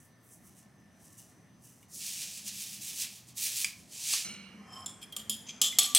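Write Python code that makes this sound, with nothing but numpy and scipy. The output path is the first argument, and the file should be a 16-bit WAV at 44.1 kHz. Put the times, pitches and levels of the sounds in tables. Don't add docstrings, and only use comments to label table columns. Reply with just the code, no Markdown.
import sys
import numpy as np
from scipy import signal
from scipy.fft import rfft, irfft, next_fast_len
from scipy.io import wavfile
from scipy.ndimage import uniform_filter1d

SR = 44100
rng = np.random.default_rng(int(sys.argv[2]) if len(sys.argv) > 2 else 0)


def int16_out(signal):
    q = np.round(np.clip(np.atleast_2d(signal).T, -1, 1) * 32767)
    wavfile.write(sys.argv[1], SR, q.astype(np.int16))


def makeup_ratio(level_db):
    decades = np.asarray(level_db, float) / 20
    return 10 ** decades


N = 263718
CUT_S = 4.245


TRICKLE_DB = -83


def tumbling_grains(rows, times, tone, low_hz, high_hz, impacts, rattle_db):
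    start, tipped, end = times
    t = np.arange(start, end, 1 / SR)
    power = swells(t, rows)
    flow = power.sum(0) + makeup_ratio(TRICKLE_DB) ** 2

    lag_s, tipping_s, upright_db = .02, .07, -19
    keep = np.exp(-1 / (lag_s * SR))
    lagged_flow = signal.lfilter([1 - keep], [1, -keep], flow)
    upright = np.clip((tipped - t) / tipping_s, 0, 1)
    rattle = makeup_ratio(rattle_db + upright_db * upright) * np.sqrt(lagged_flow)
    sizzle_over_flow = makeup_ratio([row[-1] for row in rows]) ** 2
    sizzle = np.sqrt(sizzle_over_flow @ power + makeup_ratio(TRICKLE_DB - 7) ** 2)

    def low(f):
        return 1 / (1 + (f / low_hz) ** 8)

    def high(f):
        return 1 - 1 / (1 + (f / high_hz) ** 12)

    def middle(f):
        return abs(1 - low(f) - high(f))

    x = impacts(len(t))
    total = np.zeros(len(t))
    for share, gain in [(low, rattle), (middle, np.sqrt(flow)), (high, sizzle)]:
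        band = coloured(x, lambda f: makeup_ratio(read(tone[:-1], f)) * (f < 15850) * np.sqrt(share(f)))
        total += evened(band) * gain
    return start, total * signal.windows.tukey(len(t), .004)


# (peak time [s], grain flow [dB], rise [s per 10 dB], fall [s per 10 dB], sizzle over flow [dB])
PEPPER = [(0.002, -62, .01, .03, -16), (0.05, -68, .05, .045, -5), (0.25, -71, .03, .2, 1),
          (0.332, -56.5, .03, .038, -11), (0.474, -61.5, .045, .03, -4), (0.588, -62, .05, .04, -11),
          (1.058, -61.5, .055, .06, -11), (1.13, -62, .025, .03, -11), (1.182, -54, .009, .045, -9),
          (1.275, -67, .03, .085, -10), (1.645, -61, .022, .13, -8), (1.833, -66.5, .03, .015, -8)]
SALT = [(1.948, -46.5, .028, .2, -11), (2.07, -41.5, .12, .12, -10), (2.218, -41.5, .12, .08, -13),
        (2.376, -47, .2, .06, -11), (2.48, -38, .025, .018, -13), (2.62, -42.5, .13, .06, -10),
        (2.744, -46.5, .15, .055, -8), (2.816, -47.5, .013, .1, -8), (2.888, -42.5, .08, .045, -7),
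        (3.018, -35, .055, .034, -8), (3.164, -52.5, .2, .05, -10), (3.288, -55, .02, .03, -10),
        (3.375, -41, .009, .05, -6), (3.44, -34.5, .04, .085, -5), (3.56, -39, .03, .2, -9),
        (3.625, -38.5, .2, .05, -6), (3.795, -60, .05, .07, -14), (3.92, -54, .035, .15, -18),
        (4.135, -30.5, .095, .07, -16)]
# (frequency [Hz], level [dB per Hz])
PEPPER_TONE = [(1470, -60), (2500, -18), (2930, -8.5), (3290, -18.5), (4530, -18), (6090, -3), (6620, -5.5),
               (8320, -2), (15400, -13)]
SALT_TONE = [(590, -29), (1000, -25), (1490, -22), (1750, -14), (2080, -12), (2410, -4.5), (2710, -4.5),
             (2970, -5), (3730, -4.5), (6100, 4), (7930, 4), (12500, -1.5), (15400, -13)]
# (start [s], tipped over [s], end [s])
PEPPER_S = (0, .48, 1.9)
SALT_S = (1.88, 2.02, 4.25)


def shakers():
    out = np.zeros(N)
    pepper = tumbling_grains(PEPPER, PEPPER_S, PEPPER_TONE, 5200, 10300,
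                             lambda n: grit(n, 2.5, 9000), rattle_db=-6)
    salt = tumbling_grains(SALT, SALT_S, SALT_TONE, 3990, 11140,
                           lambda n: grit(n, 0.59, 14000), rattle_db=-5)
    add(out, *pepper)
    add(out, *salt)
    return out


# (frequency [Hz], width [Hz], level [dB])
BOWL = [(543, 54, -0.5), (756, 51, 3), (1194, 88, 4), (1804, 48, -8), (1900, 54, -13)]


def strike(row, peaks, crack_db, tick, rise_s=.0002):
    s, peak_db, drag_db, drag_s, tilt_db, bowl_db = row
    t = np.arange(int(.35 * SR)) / SR
    peaks = [(hz, np.hypot(width, 45.), db) for hz, width, db in peaks]

    chatter = np.exp(-t / 0.0049) * (1 - np.exp(-t / rise_s))
    release = 1 + np.exp(np.clip((t - drag_s) / 0.0065, -30, 30))
    drag = makeup_ratio(drag_db - 52 * t) / release * (1 - np.exp(-t / (6 * rise_s)))
    glaze = [(3100, 1400, 5.5), (4070, 22000, 1.5)]  # (frequency [Hz], width [Hz], level [dB])
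    rub = evened(coloured(grit(len(t), 3.6, 15000), lambda f: humps(glaze, f)))
    force = grit(len(t), 2.87, 22000) * chatter + rub * drag + tick * (t == 0)

    def edges(f):
        tilt = makeup_ratio(tilt_db * np.log2((f + 2000) / 6000))
        return tilt / np.sqrt((1 + (2960.0 / (f + 1)) ** 8) * (1 + (f / 11300.0) ** 4))

    ringing = causal(lambda f: np.hypot(humps(peaks, f), makeup_ratio(crack_db)) * edges(f))
    body = causal(lambda f: humps(BOWL, f) ** 1.37 * f / (f + 400))
    sound = signal.fftconvolve(force, ringing)[:len(t)]
    low = signal.fftconvolve(force, body)[:len(t)]
    return s, makeup_ratio(peak_db) * (sound / abs(sound).max() + makeup_ratio(bowl_db) * low / abs(low).max())


# (frequency [Hz], width [Hz], level [dB])
SLIDE_TINES = [(3140, 26, 4), (5230, 70, -1), (5990, 45, -19), (7120, 63, -10), (7690, 100, -10),
               (8080, 77, -14), (9670, 60, -17), (10300, 45, -9), (12600, 110, -19), (13500, 82, -21)]
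SLIDE_BOWL = [(763, 67, -0.5), (1060, 46, 2.5), (1260, 49, -1.5), (1780, 39, -6.5)]
# (peak time [s], level [dB], rise [s per 10 dB], fall [s per 10 dB])
SQUEAL = [(4.72, -54, .035, .2), (4.775, -48.5, .08, .14)]
RUMBLE = [(4.61, -63, .01, .1), (4.76, -51, .09, .25)]
SLIDE_S = 4.58, 4.855
# (time [s], peak [dB], drag under the blow [dB], drag [s], tilt [dB per octave])
BLOWS = [
    (4.8604, -26.5, -18, 0.053, 2.3),
    (5.1243, -34.5, -3.5, 0.011, 6.3),
    (5.1648, -20.5, -20, 0.053, 0.5),
    (5.2961, -15, -17.5, 0.057, 3.5),
    (5.6155, -7.5, -13, 0.07, -2.1),
    (5.7866, -2.5, -18.5, 0.08, -3.8),
    (5.949, -2.5, -10.5, 0.084, -2.2),
]
# (frequency [Hz], width [Hz], level [dB])
TAP_RINGS = [
    [(3400, 33, 10), (5280, 45, 3), (7270, 66, 12), (7900, 23, -8), (8380, 27, 0.5), (9980, 80, 5.5),
     (10100, 45, -14)],
    [(3210, 61, 9), (12300, 130, -14)],
    [(3170, 93, 1), (4520, 100, -15), (5160, 66, -14), (7200, 27, -3.5), (7050, 57, -3), (8360, 32, -4),
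     (9200, 79, -5), (9740, 53, -7), (11300, 27, -8), (11800, 32, -11), (12500, 170, -7)],
    [(3240, 86, 8.5), (3250, 32, -5), (5050, 120, -3.5), (6896, 70, 1), (7370, 65, 0), (8100, 110, -6),
     (9100, 77, -6), (9640, 51, 1), (10090, 55, 3.5), (11500, 29, -3), (12300, 48, -4)],
]
BEAT_RINGS = [
    [(2965, 45, -11), (3170, 21, -6.5), (3416, 20, 2), (5130, 69, -9), (6100, 76, -5), (6860, 170, -4.5),
     (7790, 59, -4), (7440, 200, -2.5), (8000, 36, -5), (9830, 56, -5), (10120, 42, -4), (11500, 240, -11),
     (12800, 68, -4), (13300, 48, -15)],
    [(3260, 60, -6.5), (3520, 23, -10), (4310, 100, -11), (5330, 150, -10), (6070, 30, -11),
     (6700, 31, -4.5), (7250, 46, -3.5), (7560, 43, -9), (7960, 63, 1), (9400, 26, -7.5), (10200, 47, -2.5),
     (11500, 42, -2), (12500, 89, -6), (13400, 290, -12.5)],
    [(3410, 65, -8.5), (4130, 89, -10.5), (6210, 23, -8), (7270, 43, -6.5), (8200, 19, -1.5),
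     (10520, 47, -5), (12150, 23, -4)],
]
# (time [s], peak [dB], drag [s])
SCUFFS = [
    (5.012, -30.5, .03),
    (5.463, -40, .014),
    (5.485, -29.5, .018),
    (5.505, -44, .09),
]
# (frequency [Hz], width [Hz], level [dB])
SCUFF_RINGS = [[(2400, 62, -8), (3265, 90, -6.5), (5140, 66, -8), (7260, 37, -5), (8060, 74, -8),
               (9780, 30, -2), (12000, 61, -8)]] + [[(2410, 350, -4), (3250, 180, -3), (5060, 150, -4),
               (6240, 160, 3.5), (7160, 200, -3)]] * len(SCUFFS)
# (time [s], level [dB], frequency [Hz], T60 [s])
PLOPS = [
    (5.726, -43, 2060, .16),
    (5.726, -35, 2250, .015),
    (5.788, -48.5, 1162, 1.2),
    (5.788, -49.5, 1168.5, 1.2),
    (4.862, -58, 8200, .7),
]


def fork():
    out = np.zeros(N)
    t = np.arange(*SLIDE_S, 1 / SR)
    rub = grit(len(t), 1.0, 5100)
    for peaks, rows in (SLIDE_TINES, SQUEAL), (SLIDE_BOWL, RUMBLE):
        singing = evened(coloured(rub, lambda f: humps(peaks, f) ** 1.25))
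        pressure = np.sqrt(swells(t, rows).sum(0))
        add(out, t[0], singing * pressure * signal.windows.tukey(len(t), .06))

    for row, peaks in zip(BLOWS, TAP_RINGS + BEAT_RINGS):
        peak_db, tilt_db = row[1], row[-1]
        bowl_db = -45 - 3 * tilt_db - peak_db
        add(out, *strike((*row, bowl_db), peaks, crack_db=-21, tick=5.36))
    for (s, db, drag_s), peaks in zip(SCUFFS, SCUFF_RINGS):
        row = s, db, 3.5, drag_s, -.5, -31
        add(out, *strike(row, peaks, crack_db=-31, tick=0, rise_s=0.0025))

    t = np.arange(8000) / SR
    for s, db, hz, t60 in PLOPS:
        onset = 1 - np.exp(-t / 0.00052)
        add(out, s, makeup_ratio(db - 60 * t / t60) * np.sin(2 * np.pi * hz * t) * onset)
    return out


def knock(row, peaks):
    s, peak_db, rattle_db, rattle_s = row
    t = np.arange(6000) / SR
    force = rng.standard_normal(len(t)) * makeup_ratio(rattle_db) * np.exp(-t / rattle_s)
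    force[[0, 75]] += 1, .7
    shell = causal(lambda f: humps(peaks, f) ** 1.45 * f / (f + 900) / (1 + (f / 34000.0) ** 4))
    sound = signal.fftconvolve(force, shell)[:len(t)]
    return s, makeup_ratio(peak_db) * sound / abs(sound).max()


# (time [s], peak [dB], after-rattle [dB], after-rattle decay [s])
KNOCKS = [
    (1.829, -54.5, -25, .01),
    (3.6453, -12.5, -20, 0.0042),
    (4.1363, -19, -21, .01),
]
# (frequency [Hz], width [Hz], level [dB])
LID = [
    [(2220, 150, -3), (2830, 150, -6), (3600, 200, -11)],
    [(1300, 200, -26), (2330, 320, -2), (3150, 300, -6), (4950, 350, -5), (6700, 400, -6), (8200, 400, -4),
     (10200, 400, -7)],
    [(790, 270, -4), (1120, 310, -3), (2050, 200, -6), (2690, 130, -2), (4640, 540, 4), (6400, 400, 1)],
]


def lid_knocks():
    out = np.zeros(N)
    for row, peaks in zip(KNOCKS, LID):
        add(out, *knock(row, peaks))
    return out


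# (frequency [Hz], width [Hz], level [dB])
DYING = [(1350, 87, -16), (2280, 55, -4.5), (2870, 106, -7), (4170, 110, -6.5), (5070, 65, -15),
         (5290, 61, -13), (5500, 40, -8), (6230, 66, 0.5), (7400, 91, -8), (8530, 56, -3.5),
         (9050, 120, -14), (9720, 140, -11), (11900, 160, -26), (12500, 42, -24)]
# (frequency [Hz], T60 [s])
DYING_T60 = [(1000, 1.2), (3000, 1.08), (6000, 0.41), (9000, 0.46), (13000, 0.32)]


def dying_ring():
    hz, t, z = signal.stft(rng.standard_normal(SR), SR, nperseg=512)
    floor = makeup_ratio(-17) * hz / (hz + 12000) * (hz < 14000)
    modes = np.hypot(humps(DYING, hz), floor)[:, None]
    decay = makeup_ratio(-60 * t / read(DYING_T60, hz)[:, None])
    tail = signal.istft(z * modes * decay, SR, nperseg=512)[1]
    out = np.zeros(N)
    add(out, CUT_S, makeup_ratio(-40) * tail / np.std(tail[:2000]))
    return out


# (frequency [Hz], T60 [s])
KITCHEN = [(300, 1), (2000, 0.68), (6000, 0.45), (14000, 0.39)]


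def kitchen(x, damping=1):
    taps = np.zeros((2, SR // 2))
    at = np.arange(120, SR // 2 - 20, 20) + rng.integers(0, 20, (2, (SR // 2 - 121) // 20))
    np.put_along_axis(taps, at, rng.choice([-1., 1.], at.shape), 1)
    taps[1] = .85 * taps[0] + .5 * taps[1]
    hz, t, z = signal.stft(taps, SR, nperseg=256)
    decay = makeup_ratio(-60 * damping * t / read(KITCHEN, hz)[:, None])
    tail = signal.istft(z * decay, SR, nperseg=256)[1]
    tail = tail / np.linalg.norm(tail, axis=1)[:, None]
    return signal.fftconvolve(x[None], tail, axes=1)[:, :N]


# (peak time [s], level [dB], rise [s per 10 dB], fall [s per 10 dB],
# frequency [Hz])
HUM = [
    (0.6, -64, .3, .4, 200),
    (2.5, -59, .3, .45, 202),
    (4.29, -53, .04, .15, 205),
    (4.56, -52, .25, .25, 202),
    (5.3, -56, .15, .6, 215),
    (5.9, -60, .4, .3, 243),
]


def drone():
    noise = rng.standard_normal(N)
    bands = [evened(coloured(noise, lambda f: humps([(row[-1], 24, 0)], f) ** 2)) for row in HUM]
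    return (np.sqrt(swells(np.arange(N) / SR, HUM)) * bands).sum(0)


# (frequency [Hz], width [Hz], level [dB], fade end [s])
WHINES = [
    (118.4, 6, -70, 4.24),
    (1777, 14, -77, 1.68),
    (5981, 14, -77, 4.24),
    (6202, 14, -81, 4.24),
    (5243, 14, -87, 4.24),
]


def appliances():
    t, out = np.arange(N) / SR, np.zeros(N)
    for hz, width, db, end in WHINES:
        fuzz = evened(coloured(rng.standard_normal(N), lambda f: humps([(hz, width, 0)], f) ** 2))
        whine = 0.96 * np.sin(2 * np.pi * hz * t) + 0.45 * fuzz
        out += makeup_ratio(db) * whine * np.clip((end - t) / 0.024, 0, 1)
    return out


# (frequency [Hz], coherence [0-1])
SAME = [(60, 1), (180, 0.88), (550, 0.77), (1650, 0.76), (4970, 0.74), (15000, 0.99)]


def hush(tone, db):
    frames, hz = N // 256 + 9, np.fft.rfftfreq(1024, 1 / SR)
    a, b, c, d, patches = rng.standard_normal((frames, 513, 5)).T
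    patches = uniform_filter1d(patches, size=8, axis=0)
    patches = evened(uniform_filter1d(patches, size=14, axis=1))
    same = np.clip(read(SAME, hz), -1, 1)[:, None]
    left = a + 1j * b
    right = same * left + np.sqrt(1 - same ** 2) * (c + 1j * d)
    z = np.array([left, right]) * makeup_ratio(read(tone, hz)[:, None] + 1.65 * patches)
    return makeup_ratio(db) * evened(signal.istft(z, nperseg=1024, noverlap=768)[1][:, :N])


def evened(x):
    return x / np.sqrt(np.mean(x ** 2) + 1e-20)


def read(points, hz):
    f, value = np.transpose(points)
    return np.interp(np.log(hz + 1), np.log(f + 1), value)


def add(mix, s, sound):
    part = mix[round(s * SR):][:len(sound)]
    part += sound[:len(part)]


def coloured(x, gain):
    size = next_fast_len(len(x), True)
    return irfft(rfft(x, size) * gain(np.fft.rfftfreq(size, 1 / SR)), size)[:len(x)]


def humps(peaks, hz):
    return np.sqrt(sum(makeup_ratio(db) ** 2 / (1 + (2 * (hz - f) / width) ** 2) for f, width, db in peaks))


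def grit(size, spread_db, per_s):
    big = makeup_ratio(spread_db * np.minimum(rng.exponential(1, size), 4))
    return evened(rng.standard_normal(size) * big * (rng.random(size) < per_s / SR))


def causal(gain, size=8192):
    cepstrum = irfft(np.log(gain(np.fft.rfftfreq(size, 1 / SR)) + 1e-5), size)
    cepstrum[1:size // 2] *= 2
    cepstrum[size // 2 + 1:] = 0
    response = irfft(np.exp(rfft(cepstrum)), size)
    return response / np.linalg.norm(response)


def swells(t, rows):
    s, db, rise_s, fall_s = np.transpose(rows)[:4, :, None]
    after_last = t > np.vstack([[-np.inf], s[:-1]])
    before_next = t < np.vstack([s[1:], [np.inf]])
    power = makeup_ratio(db - 10 * np.where(t < s, (s - t) / rise_s, (t - s) / fall_s)) ** 2
    return abs(uniform_filter1d(power * (after_last & before_next), size=200, axis=1))


# (frequency [Hz], level [dB per Hz])
HUSH_BEFORE = [(18, -67), (30, -47), (88, -6), (194, -2.5), (473, -19.5), (684, -16), (937, -23),
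               (1010, -19.5), (1500, -26), (1810, -21.5), (2680, -29.5), (6210, -34.5), (6720, -47),
               (9220, -37), (16000, -65)]
HUSH_AFTER = [(18, -57), (30, -15.5), (210, -8), (311, -16.5), (721, -23), (1960, -23.5), (2230, -23),
              (3670, -45), (5170, -33), (5590, -34), (6050, -27), (6900, -41), (9460, -39), (14000, -50),
              (16000, -66)]
# (time [s], left over right [dB])
PAN = [
    (1.9, -.8),
    (4.37, -1.5),
    (4.47, -8),
    (4.66, -1),
    (5.98, 0.5),
]


def scene():
    t = np.arange(N) / SR
    after = np.clip((t - CUT_S) / 0.0031, 0, 1)
    shake, tap, beat, ring = shakers(), lid_knocks(), fork(), dying_ring()
    pan_db = np.interp(t, *np.transpose(PAN)) / 2
    ears = makeup_ratio([pan_db, -pan_db])

    first = (shake + tap) * ears + makeup_ratio(-18) * kitchen(shake) + makeup_ratio(-8.5) * kitchen(tap, damping=1.8)
    first = first + hush(HUSH_BEFORE, -61) + appliances()
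    second = beat * ears + makeup_ratio(-8) * kitchen(beat)
    second = second + np.array([ring, np.roll(ring, 2)]) * ears
    second = second + hush(HUSH_AFTER, -56.5)
    return first * (1 - after) + second * after + drone()


def low_pass(x):
    return signal.sosfilt(signal.butter(12, 16530, fs=SR, output="sos"), x)


def record(dry):
    cut = np.array([coloured(x, lambda f: 1 / np.sqrt(1 + (69.0 / (f + 1)) ** 8)) for x in dry])
    return low_pass(cut)


dry = scene()
out = record(dry)
int16_out(out)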